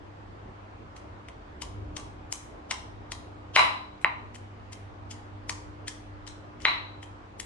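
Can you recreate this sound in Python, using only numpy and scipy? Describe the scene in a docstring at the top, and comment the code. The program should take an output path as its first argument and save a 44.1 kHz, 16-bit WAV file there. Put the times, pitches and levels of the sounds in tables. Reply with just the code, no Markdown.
"""A low rumble, a hum of appliances and a soft wash come first; then a stone pestle pounds ginger and lemongrass.
The blows land in a stone mortar on a tiled kitchen floor: each is a cluster of clicks as fibres are crushed.
Where stone meets stone, a short knock sets off dying sines: bowl, rim, pestle and the gap under it.
The hard room answers with wall echoes and a fading tail; two microphones a hand apart hear it all.
The background is shaped noise and steady tones; a limiter holds down the hardest knocks."""
import sys
import numpy as np
from scipy import signal
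from scipy.fft import rfft, irfft
from scipy.io import wavfile
from scipy.ndimage import uniform_filter1d, minimum_filter1d

SR = 44100
rng = np.random.default_rng(int(sys.argv[2]) if len(sys.argv) > 2 else 0)


def digitize_waveform(pressure):
    """Quantize a signal to 16-bit integers and store it at the path in sys.argv[1].

    Rows of a 2-D input are taken as channels; values are limited to [-1, 1].
    """
    field = np.atleast_2d(pressure).T
    bounded = np.clip(field, -1, 1)
    quanta = np.round(bounded * 32767).astype(np.int16)
    wavfile.write(sys.argv[1], SR, quanta)


N = 328545
BLOW_SIZE = 4096  # samples in the sound of one blow
LEAD_S = 0.03  # swell ahead of each blow


def gain_of(db):
    """Turns decibels into an amplitude factor."""
    return 10 ** (np.asarray(db) / 20)


def to_unit_rms(x):
    """Scales a sound so that its average strength (rms) is 1."""
    return x / np.sqrt(np.mean(x ** 2) + 1e-20)


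def read(points, hz):
    """Reads a table at hz, drawing straight lines on a log-frequency axis."""
    point_hz, value = np.transpose(points)
    return np.interp(np.log(hz + 1), np.log(point_hz + 1), value)


def add(mix, start_s, sound):
    """Mixes a sound in at a start time."""
    part = mix[:, round(start_s * SR):][:, :sound.shape[1]]
    part += sound[:, :part.shape[1]]


def partly_alike(left, other, likeness):
    """Makes a right side that shares the given part of the left one, per frequency."""
    same = np.clip(likeness, -1, 1)[:, None]
    return same * left + np.sqrt(1 - same ** 2) * other


def ring(hz, t60, db, t):
    """A dying sine: it loses 60 dB in t60 seconds."""
    return gain_of(db - 60 * t / t60) * np.sin(2 * np.pi * hz * t)


def struck(modes, t):
    """Sum of dying sines; neighbouring modes start in opposite directions."""
    return sum((-1) ** k * ring(hz, t60, db, t) for k, (hz, t60, db) in enumerate(modes))


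def fuzzy_tone(hz, width):
    """Slow noise moved up to a pitch gives a wavering tone, rms 1; more width [Hz] is fuzzier."""
    slow = rng.standard_normal(N) + 1j * rng.standard_normal(N)
    r = np.exp(-np.pi * width / SR)
    for _ in range(2):
        slow = signal.lfilter([1], [1, -r], slow)
    carrier = np.exp(2j * np.pi * hz * np.arange(N) / SR)
    return to_unit_rms((slow * carrier).real)


# How the background drifts, for the wash and the hum:
# (time [s], swell of rumble and low wash before its follow factor [dB], hum level [dB],
#  third harmonic level [dB])
BACKGROUND_DRIFT = [(0.0, -1.5, -50.5, -59.5), (1.04, 0.5, -55, -63.5), (1.16, 3, -50, -58.5),
                    (1.41, -2.5, -71, -62.5), (1.66, 7, -52.5, -59.5), (1.82, 4, -38.5, -53.5),
                    (1.95, 9, -63, -49.5), (2.09, 0.5, -49, -56.5), (2.68, 1, -61.5, -58.5),
                    (2.9, 1, -50, -56), (3.67, -2, -48, -56), (3.98, -6, -62.5, -56.5),
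                    (4.2, -2.5, -48, -57), (4.38, -4, -49, -62.5), (5.52, -0.5, -47, -53.5),
                    (7.16, -2, -51.5, -56), (7.3, -2.5, -56.5, -60), (7.45, -0.5, -64, -60)]
# Colour of the wash: (frequency [Hz], relative level per Hz [dB])
WASH_COLOUR = [(20, -30), (40, -26.5), (90, -5), (140, -14), (240, -16), (350, -11.5), (480, -14.5),
               (700, -14.5), (1100, -16), (1500, -22), (3260, -34), (7480, -49), (10000, -60), (12200, -68)]
# How alike the wash is at both microphones: (frequency [Hz], left-right likeness [-1 to 1])
WASH_LIKENESS = [(40, .97), (130, .88), (270, .61), (580, -.1), (1230, -.35), (2610, -.08), (5540, .02),
                 (11800, -.04)]
WASH_DB, WASH_FOLLOW = -48, 0.77  # rms level over both sides; share of the swell


def air():
    """Steady wash of the house: coloured noise, alike at both microphones only in the bass; its lows swell."""
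    frames, hz = N // 256 + 5, np.fft.rfftfreq(1024, 1 / SR)
    a, b, c, d, patches = rng.standard_normal((frames, 513, 5)).T
    # blurred noise: patches of time and pitch a little louder or softer
    patches = to_unit_rms(uniform_filter1d(uniform_filter1d(patches, 12, 0), 14, 1))
    left = a + 1j * b
    z = np.array([left, partly_alike(left, c + 1j * d, read(WASH_LIKENESS, hz))])
    drift_s, drift_db = np.transpose(BACKGROUND_DRIFT)[:2]
    swell_db = WASH_FOLLOW * np.interp(np.arange(frames) * 256 / SR, drift_s, drift_db)
    low_swell_db = swell_db / (1 + (hz[:, None] / 500) ** 4)
    z *= gain_of(read(WASH_COLOUR, hz)[:, None] + 1.2 * patches + low_swell_db)
    wash = signal.istft(z, nperseg=1024, noverlap=768)[1][:, :N]
    return gain_of(WASH_DB) * to_unit_rms(wash)


# Peaks of the rumble: (frequency [Hz], width [Hz], relative level [dB])
RUMBLE_PEAKS = [(44, 9.2, 1), (70.2, 12, 2)]
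HUM_HZ = 99.96
RUMBLE_DB, RUMBLE_FOLLOW = -53.5, 0.85  # level before the swell; share of the swell


def hum():
    """A wavering mains hum, its clean third harmonic, two fainter tones and a lumpy rumble below."""
    t = np.arange(N) / SR
    drift_s, *columns = np.transpose(BACKGROUND_DRIFT)
    swell_db, first_db, third_db = (np.interp(t, drift_s, c) for c in columns)
    rumble = to_unit_rms(sum(gain_of(db) * fuzzy_tone(hz, width) for hz, width, db in RUMBLE_PEAKS))
    rumble = rumble * gain_of(RUMBLE_DB + RUMBLE_FOLLOW * swell_db)
    tone = np.sqrt(2) * np.sin(2 * np.pi * HUM_HZ * t)
    first = gain_of(first_db) * to_unit_rms(tone + 0.42 * fuzzy_tone(97, 10))
    third = gain_of(third_db) * np.sqrt(2) * np.sin(2 * np.pi * 3 * HUM_HZ * t)
    faint = gain_of(-63.5) * fuzzy_tone(240, 4.4) + gain_of(-67.0) * fuzzy_tone(200, 2.3)
    # the hum reaches the microphones unevenly
    apart = gain_of(first_db - 9.5) * fuzzy_tone(90, 30) * [[1], [-1]]
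    low = (rumble + first) * gain_of([[-0.3], [0.3]])
    return apart + low + third * gain_of([[0.4], [-0.4]]) + faint


# Wall echoes: (delay [s], left level [dB], right level [dB])
WALL_ECHOES = [(.0104, -8, -11), (.0132, -12, -14), (.021, -17, -17), (.0305, -13, -14)]
# How long the room's tail lasts: (frequency [Hz], time to fall 60 dB [s])
TAIL_TIMES = [(300, 0.44), (1000, 0.58), (2000, 0.44), (4000, 0.52), (7000, 0.38), (11000, 0.41)]
# How alike the tail is on both sides: (frequency [Hz], left-right likeness [-1 to 1])
TAIL_LIKENESS = [(130, .85), (300, 0.52), (600, 0.24), (1100, -0.5), (2300, -0.22), (5000, -.05),
                 (11800, 0.096)]


def kitchen():
    """Reply of the hard room: a few wall echoes over sparse random taps that die band by band."""
    size = SR * 3 // 4
    taps = np.zeros((2, size))
    # one tap, up or down, at a random place in every 12 samples
    at = np.arange(0, size - 12, 12) + rng.integers(0, 12, (2, (size - 1) // 12))
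    np.put_along_axis(taps, at, rng.choice([-1., 1.], at.shape), 1)
    hz, t, z = signal.stft(taps, SR, nperseg=256)
    z[1] = partly_alike(z[0], z[1], read(TAIL_LIKENESS, hz))
    z = z * gain_of(-60 * t / read(TAIL_TIMES, hz)[:, None])
    tail = signal.istft(z, SR, nperseg=256)[1][:, :size]
    tail *= np.clip((np.arange(size) / SR - 0.003) / 0.0039, 0, 1)  # reflections thicken
    tail *= gain_of([[-0.5], [-1.5]]) / np.linalg.norm(tail[0])
    for delay_s, left_db, right_db in WALL_ECHOES:
        tail[:, round(delay_s * SR)] += gain_of([left_db, right_db])
    return tail


# The mortar shoved against the cloth:
# (frequency [Hz], time to fall 60 dB [s], relative level at the microphones [dB], into the room [dB])
THUD_MODES = [(430, 0.0081, 4, 5), (169, 0.018, -23, -32)]
THUD_DB = -23.5  # relative to the knock


def cloth_thud(knock_db, column, after):
    """The shoved mortar gives a low thud: dying sines that grow with the knock."""
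    return struck([(m[0], m[1], m[column] + THUD_DB + knock_db) for m in THUD_MODES], after)


# The hollow of the bowl, which damps fast:
# (factor on bowl pitch, time to fall 60 dB [s], relative level [dB])
BOWL_MODES = [(1.034, 0.0083, -0.95), (1.37, 0.0024, -2.5), (0.21, 0.017, -21), (1.44, 0.0073, -19),
              (0.97, 0.035, -18.5), (0.585, 0.0074, -12), (0.775, 0.0056, -14)]
# The rim: (frequency [Hz], time to fall 60 dB [s], relative level at the microphones [dB],
#  into the room [dB])
RIM_MODES = [(939, 0.052, -21, -13), (1041, 0.041, -24, -8.5), (1079, 0.042, -35.5, -15.5),
             (848, 0.049, -24.5, -14.5), (623, 0.017, -15, -13), (1154, 0.048, -33, -15)]
# The pestle: (frequency [Hz], time to fall 60 dB [s], relative level at the microphones [dB],
#  into the room [dB])
PESTLE_MODES = [(3610, 0.0078, -9.5, -12), (3944, 0.059, -20.5, -13), (4040, 0.042, -22, -16),
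                (4340, 0.0096, -17, -11.5), (4450, 0.0038, -11, -14.5)]
LOW_BOWL_FOLLOW = 0.33  # the low modes of the bowl wake with the rim
GAP_HZ, GAP_T60_S = 3140, 0.0096
GAP_STRUCK_DB = (-11, -19.5)  # the knock rings the gap too: at the microphones, into the room


def stone_ring(bowl_hz, rim_db, pestle_db, gap_db, column, t):
    """Ring of the bowl, rim, pestle and the gap under it: each stone shakes in several dying sines."""
    bowl = [(bowl_hz * factor, t60, db + (factor < 0.8) * LOW_BOWL_FOLLOW * rim_db)
            for factor, t60, db in BOWL_MODES]
    stones = struck(bowl, t)
    stones += struck([(m[0], m[1], m[column] + rim_db) for m in RIM_MODES], t)
    stones += struck([(m[0], m[1], m[column] + pestle_db) for m in PESTLE_MODES], t)
    return stones - ring(GAP_HZ, GAP_T60_S, GAP_STRUCK_DB[column - 2] + gap_db, t)


# Colour of the snapping fibres: (frequency [Hz], relative level [dB])
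FIBRE_COLOUR = [(300, -11.5), (1000, -7.5), (2200, -5.5), (3500, 2.5), (6000, 8), (8000, 5), (10500, -3),
                (12000, -21)]
EVENED_SHARE = 0.55  # of the crunch that reaches the walls, as a share of power


def crunch(length, tilt_db, rise, gap_db):
    """Fibres snap in uneven clicks that swell and thin out; the gap colours them. Rows: near, into the room."""
    t = np.arange(BLOW_SIZE) / SR - LEAD_S
    # a quick rise plus a slower, fainter one before the peak
    swell = 0.46 * np.exp(t / max(rise, 0.0003)) + 0.13 * np.exp(t / 0.0061)
    shape = np.where(t < 0, swell, np.exp(-t / max(length, 0.0005)))
    snaps = rng.standard_normal(BLOW_SIZE) * gain_of(1.56 * rng.exponential(1, BLOW_SIZE))
    hz = np.fft.rfftfreq(BLOW_SIZE, 1 / SR)
    colour = gain_of(read(FIBRE_COLOUR, hz) + tilt_db * np.log2((hz + 1500) / 8000))
    colour *= 1 + gain_of(gap_db) * 6 / (1 + ((hz - GAP_HZ) / 230) ** 2)
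    # over all directions the snaps even out towards their mean colour: one coloured click
    click = np.arange(BLOW_SIZE) == round(LEAD_S * SR)
    sound = irfft(rfft([snaps * shape, click]) * colour)
    # both get the energy of 300 samples at rms 1
    near, even = sound / np.sqrt(np.mean(sound ** 2, 1, keepdims=True) * BLOW_SIZE / 300)
    return np.array([near, np.sqrt(EVENED_SHARE) * even + np.sqrt(1 - EVENED_SHARE) * near])


# Every blow of the pestle:
# (time [s], knock level before a fixed boost [dB], crunch level [dB], bowl pitch [Hz],
#  relative rim ring [dB], relative pestle ring [dB], crunch fade time constant [s],
#  crunch tilt [dB per doubling of frequency + 1500 Hz], relative gap ring [dB], room share [dB])
PESTLE_BLOWS = [(0.9645, -46, -52.5, 2067, -2, -18, 0.0055, -4, -25, -2),
                (1.285, -38, -52.5, 2000, 5, -28, 0.0044, 0, 1, -5.5),
                (1.6192, -34, -35, 2080, 8.5, -17, 0.0046, 4, 0, -6),
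                (1.9665, -36, -35, 1860, 9, -7, 0.003, -3, -10, -3),
                (2.3245, -30.5, -29, 2240, 4.5, -0.5, 0.0018, 4.5, -18, -6.5),
                (2.7102, -22.5, -27, 1950, 3.5, -23, 0.0034, -6.5, -10, -5),
                (3.1186, -29.5, -34, 1970, 3, -43, 0.0033, -3, -13, -5.5),
                (3.562, 3.5, -13, 2040, 1.5, -3.5, 0.00084, -10.5, -8, -3.5),
                (4.014, -49, -58.5, 2180, -20, 3, 0.0066, 14, -11, 3.5),
                (4.045, -2.5, -82, 1934, 0.5, -16, 0.003, -7, -14, -11),
                (4.3455, -45, -53, 1970, -8, -15, .0031, -2, -12, -9),
                (4.3524, -57, -50.5, 2180, 0, -17, 0.0051, 2.5, -1.5, -2),
                (4.3588, -42.5, -57, 1890, -11, -17, 0.0047, 15, 0.1, -10),
                (4.7227, -46, -52, 1970, -12, -10, 0.0057, 3, -2, 3.5),
                (4.7292, -46, -44.5, 1940, -6, -11, 0.006, -2.5, -26, -12),
                (5.1103, -45, -40.5, 2080, -8, -18, 0.01, -1.5, -12, -5.5),
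                (5.4943, -22.5, -30, 1930, 2.5, -32, 0.005, -0.5, -32, -6.5),
                (5.8725, -44, -47, 1950, -17, -25, 0.0035, -3, 4, -1),
                (5.8798, -29.5, -33, 1770, -15, -45, 0.0038, 0, -5.5, -4.5),
                (6.2667, -48, -51, 2100, -8, -7, .0024, -4, -11, 2),
                (6.2754, -43, -42.5, 1840, -6, -2, 0.0039, -5.5, -29, -2),
                (6.602, -48, -57, 1980, -12, -23, .003, -3, -9, 8),
                (6.618, -51, -49, 1780, -8, -20, .0033, -3, -15, 0),
                (6.652, 1.5, -25.5, 2027, -4, -0.5, 0.0047, -12.5, -10, -7.5),
                (7.0285, -38, -48.5, 1870, -13, -15, 0.0071, 2, 1.5, -3.5),
                (7.399, -29.5, -34.5, 1900, -17, -20, 0.0034, 7.5, -2, -6)]
RISE_SHARE = 0.51  # time constant of the crunch's quick rise, as a share of its fade
PAN_DB, PAN_PER_KNOCK_DB = 2.5, -0.1375  # hard knocks sound nearer the middle, soft ones from the left


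def pounding():
    """Every blow: crunch, grating and a knock that rings the stones, heard straight and through the room."""
    mix, rooms = np.zeros((2, N)), [kitchen() for _ in range(4)]
    t = np.arange(BLOW_SIZE) / SR
    after = np.maximum(t - LEAD_S, 0)
    small = signal.butter(3, 800, "high", fs=SR, output="sos")  # objects this small radiate no bass
    strike = np.arange(BLOW_SIZE) == round((LEAD_S - 0.0007) * SR)
    for k, blow in enumerate(PESTLE_BLOWS):
        time_s, knock_db, crunch_db, bowl_hz, rim_db, pestle_db, length, tilt_db, gap_db, wet_db = blow
        # the stones touch too long to ring high; a blow that rings the pestle is the briefer one
        contact_hz = np.clip(5113 + 45 * pestle_db, 3000, 8000)
        contact = signal.butter(6, contact_hz, fs=SR, output="sos")
        fibres = gain_of(crunch_db) * crunch(length, tilt_db, RISE_SHARE * length, gap_db)
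        # snaps shake the stone too
        push = gain_of(knock_db + 4.0) * strike + gain_of(-23) * fibres[0]
        force = signal.sosfilt(contact, push)
        # rough faces grate
        grit = gain_of(knock_db - 10.5) * rng.standard_normal(BLOW_SIZE)
        grit *= (after > 0) * np.exp(-after / 0.00093)
        fibres = fibres + signal.sosfilt(contact, grit)
        heard = []
        for column in (2, 3):  # at the microphones, into the room
            stones = stone_ring(bowl_hz, rim_db, pestle_db, gap_db, column, t)
            knock = signal.fftconvolve(force, stones)[:BLOW_SIZE]
            thud = cloth_thud(knock_db, column, after)
            heard.append(thud + signal.sosfilt(small, fibres[column - 2] + knock))
        near, far = heard
        start_s = time_s + 0.0012 - LEAD_S  # a blow peaks just after its onset
        pan_db = PAN_DB + PAN_PER_KNOCK_DB * knock_db
        straight = np.array([near, np.roll(near, 3)])  # right side 3 samples later
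        add(mix, start_s, straight * gain_of([[pan_db / 2], [-pan_db / 2]]))
        reply = signal.fftconvolve(far[None], rooms[k % 4], axes=1)
        add(mix, start_s, gain_of(wet_db) * reply)
    return mix


def scene():
    """Blows over the background."""
    return pounding() + air() + hum()


def record(dry):
    """A limiter that looks ahead turns down the hardest knocks and lets go gradually; then the top is cut."""
    over_db = np.maximum(20 * np.log10(abs(dry).max(0) / 0.93 + 1e-9), 0)
    fall = np.arange(N) * 266.0 / SR  # regains 266 dB per second
    over_db = np.maximum(np.maximum.accumulate(over_db + fall) - fall, 0)
    # hold the largest cut nearby, then smooth it
    over_db = uniform_filter1d(-minimum_filter1d(-over_db, size=89), size=44)
    held = dry / gain_of(over_db)
    low_pass = signal.firwin(255, 12000, window=("kaiser", 9), fs=SR)  # cut at 12000 Hz
    return signal.oaconvolve(held, low_pass[None], "same")


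dry = scene()
out = record(dry)
digitize_waveform(out)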